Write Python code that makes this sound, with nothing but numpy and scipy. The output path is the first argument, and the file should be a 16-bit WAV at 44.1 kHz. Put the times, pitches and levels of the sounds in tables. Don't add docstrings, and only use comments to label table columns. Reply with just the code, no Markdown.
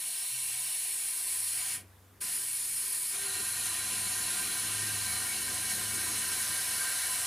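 import sys
import numpy as np
from scipy import signal
from scipy.fft import rfft, irfft, next_fast_len
from scipy.io import wavfile
from scipy.ndimage import uniform_filter1d, map_coordinates

SR = 44100
rng = np.random.default_rng(int(sys.argv[2]) if len(sys.argv) > 2 else 0)


def digitize_waveform(pressure):
    field = np.atleast_2d(pressure).T
    bounded = np.clip(field, -1, 1)
    quanta = np.round(bounded * 32767).astype(np.int16)
    wavfile.write(sys.argv[1], SR, quanta)


def undo_db(level):
    steps = np.asarray(level, float) / 20
    return 10 ** steps


N = 320166
REOPEN_S = 2.202

# t/s, firing f/Hz, road and engine level/dB; at 3.1 s the low sound abruptly grows louder
PASS_BY = [(0, 86, -71), (.4, 88, -74.5), (1.1, 90.5, -69), (1.8, 94.8, -70), (3.1, 98.7, -66),
           (3.16, 98.9, -61), (3.7, 102, -59), (4.3, 103.3, -54), (5.4, 106.8, -54), (6.3, 106.6, -55),
           (7.26, 103, -60.5)]


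def unit(x):
    return x / np.sqrt(np.mean(x ** 2) + 1e-20)


def along(points, hz):
    f, v = np.transpose(points)
    return np.interp(np.log(hz + 1), np.log(f + 1), v)


def curves(rows):
    s, *cols = np.transpose(rows)
    return [np.interp(np.arange(N) / SR, s, c) for c in cols]


def wobble(rate):
    knots = rng.standard_normal(int(N * rate / SR) + 4)
    return map_coordinates(knots, [np.arange(N) * rate / SR])


def swells(rows):
    t = np.arange(N) / SR
    return sum(undo_db(db) * np.exp(-((t - s) / width) ** 2) for s, db, width in rows)


def filtered(x, response):
    m = next_fast_len(N + SR // 2)
    return irfft(rfft(x, m) * response(np.fft.rfftfreq(m, 1 / SR)), m)[..., :N]


def patches(shape):
    field = uniform_filter1d(rng.standard_normal(shape), size=6, axis=0)
    return unit(uniform_filter1d(field, size=12, axis=1))


def rush(gain, alike, patchy_db, stray_db):
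    z = signal.stft(rng.standard_normal((2, N + 512)), nperseg=512)[2]
    shared_db = patchy_db * patches(z.shape[1:])
    field = undo_db([shared_db, shared_db + stray_db * patches(z.shape[1:])])
    pair = signal.istft(z * field, nperseg=512)[1][:, :N]

    def split(hz):
        turn = np.arccos(np.clip(along(alike, hz), -1, 1)) / 2
        return gain(hz) * [np.cos(turn), np.sin(turn)]

    mid, side = filtered(pair, split)
    return unit(np.array([mid + side, mid - side]))


def tone(hz, db, drift):
    phase = 2 * np.pi * np.cumsum(hz * (1 + drift * wobble(12))) / SR
    return np.sqrt(2) * undo_db(db) * np.sin(phase)


def yard_floor():
    # f/Hz, level/dB per Hz
    floor_spectrum = [(300, -30), (420, -3), (600, -3), (850, -3.5), (1200, -4.5), (1700, -6), (2400, -11),
                      (3300, -13.5), (5800, -16), (7800, -14), (9500, -11.5), (13000, -12.5), (15000, -14)]
    # f/Hz, coherence
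    floor_alike = [(400, .8), (1500, .72), (3000, .85), (7000, .6), (15000, .62)]
    t = np.arange(N) / SR
    creep_s, creep_rise_s = 1.73, 0.064
    raised = np.clip((t - creep_s) / creep_rise_s, 0, 1) * (t < REOPEN_S)
    floor = rush(lambda f: undo_db(along(floor_spectrum, f)), floor_alike, patchy_db=1.2, stray_db=1.5)
    return undo_db(-74 + 12 * raised) * floor


def far_machines():
    # start t/s, length/s, f/Hz, glide/(Hz per s), level/dB
    spells = [(0, .26, 151, -8, -75.5), (.31, .4, 124.5, 3.5, -64.5), (.72, .8, 126.5, -.5, -78),
              (1.546, 0.23, 125, -11, -62.5), (2.314, 1, 129, 2, -71.5), (3.25, 0.45, 127, -16, -64.5),
              (.22, 0.47, 372, 4, -72.5), (0.837, 0.57, 381, 9, -73), (2.327, .14, 387.5, 3, -70),
              (2.55, .6, 392.5, 13.5, -70.5), (3.143, .29, 397.5, -12, -55), (1.75, 0.6, 500, 13.5, -77.5)]
    t = np.arange(N) / SR
    edge_s = 0.051
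    total = 0
    for start, length, hz, glide, db in spells:
        inside_s = np.minimum(t - start, start + length - t)
        gate = np.clip(inside_s / edge_s + .5, 0, 1)
        pitch = hz + glide * np.clip(t - start, 0, length)
        total = total + gate * tone(pitch, db + 2.2 * wobble(11), drift=0.0058)
    return total


def tyres():
    # f/Hz, level/dB per Hz
    roar_spectrum = [(110, -40), (140, 0.5), (250, 0.5), (360, 0), (430, -1.5), (480, -13), (900, -35)]
    # f/Hz, level/dB per Hz
    rumble_spectrum = [(15, -28), (30, -11), (60, -3.5), (85, -3.5), (130, -4.5), (170, -34)]
    # f/Hz, coherence
    road_alike = [(40, .98), (100, .98), (400, .94)]
    # t/s, peak level/dB, half width/s
    thumps = [
        (1.6, -69, 0.069),
        (1.8, -67, .07),
        (2.26, -66, 0.1),
        (3.42, -62, 0.046),
    ]
    pass_db = curves(PASS_BY)[1]
    road = undo_db(pass_db + .6 * wobble(4)) + swells(thumps)
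    roar = rush(lambda f: undo_db(along(roar_spectrum, f)), road_alike, patchy_db=1.5, stray_db=3)
    rumble = rush(lambda f: undo_db(along(rumble_spectrum, f)), road_alike, patchy_db=.6, stray_db=3)
    return road * (roar + undo_db(-6 + .5 * wobble(4)) * rumble)


def engine():
    # t/s, peak level/dB, half width/s
    firing_swells = [(.5, -70, .1), (.92, -75, .1), (1.43, -64.5, 0.2), (1.83, -58, 0.11),
                     (2.08, -62.5, .15), (2.65, -72.5, 0.27), (3.47, -63, 0.18), (3.95, -58.5, .35),
                     (4.88, -49, 0.22), (5.2, -59, 0.073), (5.62, -61, 0.21), (5.9, -54, 0.12),
                     (6.15, -58, .1), (6.45, -59, 0.13), (6.72, -64, 0.098), (7.22, -62.5, .1)]
    # t/s, peak level/dB, half width/s
    low_swells = [(1.95, -69, 0.13), (2.25, -68, 0.11), (2.8, -72, .15), (3.45, -70, .1), (3.8, -64, .15),
                  (4.2, -69, 0.058), (5.15, -67, .2), (5.42, -62, 0.091), (6, -61, 0.33), (6.8, -67, .5)]
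    # t/s, peak level/dB, half width/s
    second_swells = [(2.25, -73, .1), (2.7, -80, .12), (3.6, -70, 0.078), (4, -59.5, 0.15),
                     (4.35, -61, 0.082), (4.65, -63, .09), (5.1, -65, 0.09), (5.4, -65, .1),
                     (5.8, -59.5, 0.19), (6.12, -62, .1), (6.45, -64, 0.081)]
    hz, pass_db = curves(PASS_BY)
    swing_db = 5.5
    low = undo_db(pass_db - 17.5 + swing_db * wobble(5.4)) + swells(low_swells)
    second = undo_db(pass_db - 22 + swing_db * wobble(8.6)) + swells(second_swells)
    firing = undo_db(pass_db - 11.5) + swells(firing_swells)
    orders = firing * tone(hz, 0, drift=0.0042)
    orders = orders + low * tone(.75 * hz, 0, drift=0.01)
    orders = orders + second * tone(2 * hz, 0, drift=0.003)
    return orders * undo_db([[.7], [-.7]])


def underside(hz, depth_db):
    t = np.arange(SR // 20) / SR
    echoes = rfft(rng.standard_normal(len(t)) * undo_db(-60 * t / .07), SR).real
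    reach = np.clip(hz / 5000, .1, 1) ** 2
    return undo_db(depth_db * reach * np.interp(hz, np.arange(len(echoes)), unit(echoes)))


def bands(hz):
    crossovers = [935, 3400, 7900]
    below = [1 / (1 + (hz / edge) ** 24) for edge in crossovers]
    return np.diff([0 * hz, *below, 1 + 0 * hz], axis=0)


def pipes(hz, state):
    # f/Hz, then level/dB per Hz barely open, warmed up, wide open, ram low
    jet_spectrum = [(500, -46, -44, -29, -28), (880, -53, -51, -38, -39.5),
                    (1300, -31.5, -32.5, -25.2, -21.7), (2000, -23.2, -23.7, -20.5, -18.4),
                    (3500, -26, -24.3, -18.3, -19.3), (5000, -21.2, -19.4, -18.2, -16.2),
                    (6000, -21, -20.4, -18.6, -17.5), (7600, -20.4, -19.9, -18.0, -18.3),
                    (8300, -15.2, -15.3, -19.9, -22.1), (9500, -16.9, -19.3, -19.4, -13.6),
                    (11300, -22.2, -19.0, -23.0, -14.8), (11700, -18.6, -18.0, -19.6, -15.9),
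                    (13500, -18.3, -18.6, -18.6, -18.0), (15000, -20.0, -19.4, -22.9, -21.3)]
    # f/Hz, width/Hz, then level/dB over the jet in the four
    jack_modes = [(738, 44, 23, 23, 18.5, 16.5), (1018, 36, 21, 20.5, 19.5, 19),
                  (1202, 43, 9.7, 12.5, 11.6, 9.1), (1411, 27, 2.3, 9.4, 13.2, 10.0),
                  (1575, 30, 11.7, 12, 16.7, 17.6), (1850, 55, 8.4, 9.4, 12.8, 10.8),
                  (2242, 32, 13.3, 9.3, 11.7, 12), (2433, 24, 13.4, 8.6, 9.0, -0.2),
                  (2725, 43, 17.5, 6.5, 8.5, 7.3), (2969, 44, 14.9, 6.3, 7.3, 10.1),
                  (3280, 111, 8, 1.5, -0.5, -2),
                  (3660, 120, 8.1, 2.2, -6.0, -6.0), (4060, 70, 13.0, 4.5, 11.5, 11.6),
                     (4230, 38, 12.9, 8.8, 0.6, -6.0), (4430, 222, 6.5, 3.4, 4.5, 1.8),
                     (4940, 24, 1.7, -3.4, -3.5, -6.0), (5420, 178, 6.9, 2.8, 3, 1.5),
                     (6290, 66, 0.4, -6.0, 6.3, -0.8), (6800, 57, 5.2, -4.7, 2.9, 5.8),
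                     (7030, 64, 6.4, 10.4, 8.5, -0.9), (7790, 104, 2.4, -6.0, -6.0, 8.3),
                  (8560, 347, 5.1, 3.9, 10.8, 12.1), (9350, 155, 11.1, 15.6, 14.9, 5.7),
                    (9690, 105, 14.7, 18.0, 14.1, 5.5), (9920, 195, 10.8, 11.4, 13.2, 3.6),
                    (10470, 246, 16.4, 17.6, 17.0, 10.6), (11010, 178, 17.1, 12.4, 16.9, 6.7),
                    (12090, 204, 0.3, 3.3, 3.9, 0.2), (12830, 91, 6.7, 2.8, -4.9, -4.9),
                    (13960, 79, 2.6, -1.8, -6.0, 6.8)]
    ring = 1
    for row in jack_modes:
        f, width = row[:2]
        ring = ring + undo_db(row[2 + state] + 1) ** 2 / (1 + (2.5 * (hz - f) / width) ** 2)
    jet_db = along([(250, -70)] + [(row[0], row[1 + state]) for row in jet_spectrum], hz)
    split = bands(hz) * undo_db(jet_db) * np.sqrt(ring) * (hz < 15020)
    return sum(unit(band) for band in split) * underside(hz, depth_db=2.1)


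def flutter():
    surge = signal.lfilter([1], [1, -np.exp(-1 / (0.0047 * SR))], np.maximum(wobble(40) - .8, 0))
    return 0.29 * unit(surge - surge.mean()) + 0.16 * wobble(5.8) + 0.076 * wobble(300)


def valve_gate(fall):
    t = np.arange(N) / SR
    shut_s, seated_s, rise_s = 1.757, 1.812, .013
    since = np.maximum(t - shut_s, 0)
    leak = undo_db(-7)
    snap = (1 - leak) * undo_db(-1.9 * fall * since)
    linger = leak * undo_db(-fall * (0.58 * since + 0.8 * np.maximum(t - seated_s, 0)))
    rise = np.clip((t - REOPEN_S) / rise_s, 0, 1) ** 1.5
    return np.where(t < REOPEN_S, snap + linger, rise)


def valve():
    # t/s, state 0-3 (barely open, warmed up, wide open, ram low)
    states = [
        (0, 0),
        (.6, 0),
        (1.7, 1),
        (3.11, 1),
        (3.17, 2),
        (4.4, 2),
        (5.8, 3),
        (7.26, 3),
    ]
    # t/s, flow level/dB, opening (near 0 barely open, near 1 wide open)
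    hand = [(0, -2.5, .3), (.5, -0.5, .25), (.9, -0.1, .15), (1.08, -0.7, 0.06), (1.28, 0.2, 0),
            (1.5, -0.1, -.2), (1.62, 0.3, .5), (1.76, -.5, 0.4), (2.3, 0, .2), (2.45, -0.5, -.15),
            (2.85, -0.3, -.1), (3.1, 0, -.2), (3.15, -1.5, 0.83), (3.45, 0.3, 0.62), (3.7, 0, .85),
            (4.45, .8, .9), (5.6, -.5, 1.05), (6.6, 0.76, 1.05)]
    # level/dB barely open, gain/dB wide open, fall/(dB per s) once shut
    parts = [
        (-66, 9.5, 110),
        (-49, 6.5, 200),
        (-44, 3.5, 297),
        (-34, -1.8, 346),
    ]
    # f/Hz, coherence
    jet_alike = [(450, .86), (800, .92), (1200, .988), (1800, .992), (3000, .991), (6000, .978),
                 (9000, .97), (14000, .82)]
    state, = curves(states)
    white = rush(np.ones_like, jet_alike, patchy_db=1, stray_db=0)
    air = 0
    for k in range(4):
        air = air + np.clip(1 - abs(state - k), 0, 1) * filtered(white, lambda f: pipes(f, k))
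    flow_db, opening = curves(hand)
    total = 0
    for k, (db, wide_db, fall) in enumerate(parts):
        level = undo_db(db + wide_db * opening) * valve_gate(fall)
        total = total + level * filtered(air, lambda f: bands(f)[k])
    return undo_db(flutter() + flow_db) * total


def scene():
    return yard_floor() + far_machines() + tyres() + engine() + valve() * undo_db([[.1], [-.1]])


def low_pass(x):
    return signal.sosfilt(signal.butter(12, 15020, fs=SR, output="sos"), x)


def record(dry):
    return low_pass(dry)


dry = scene()
out = record(dry)
digitize_waveform(out)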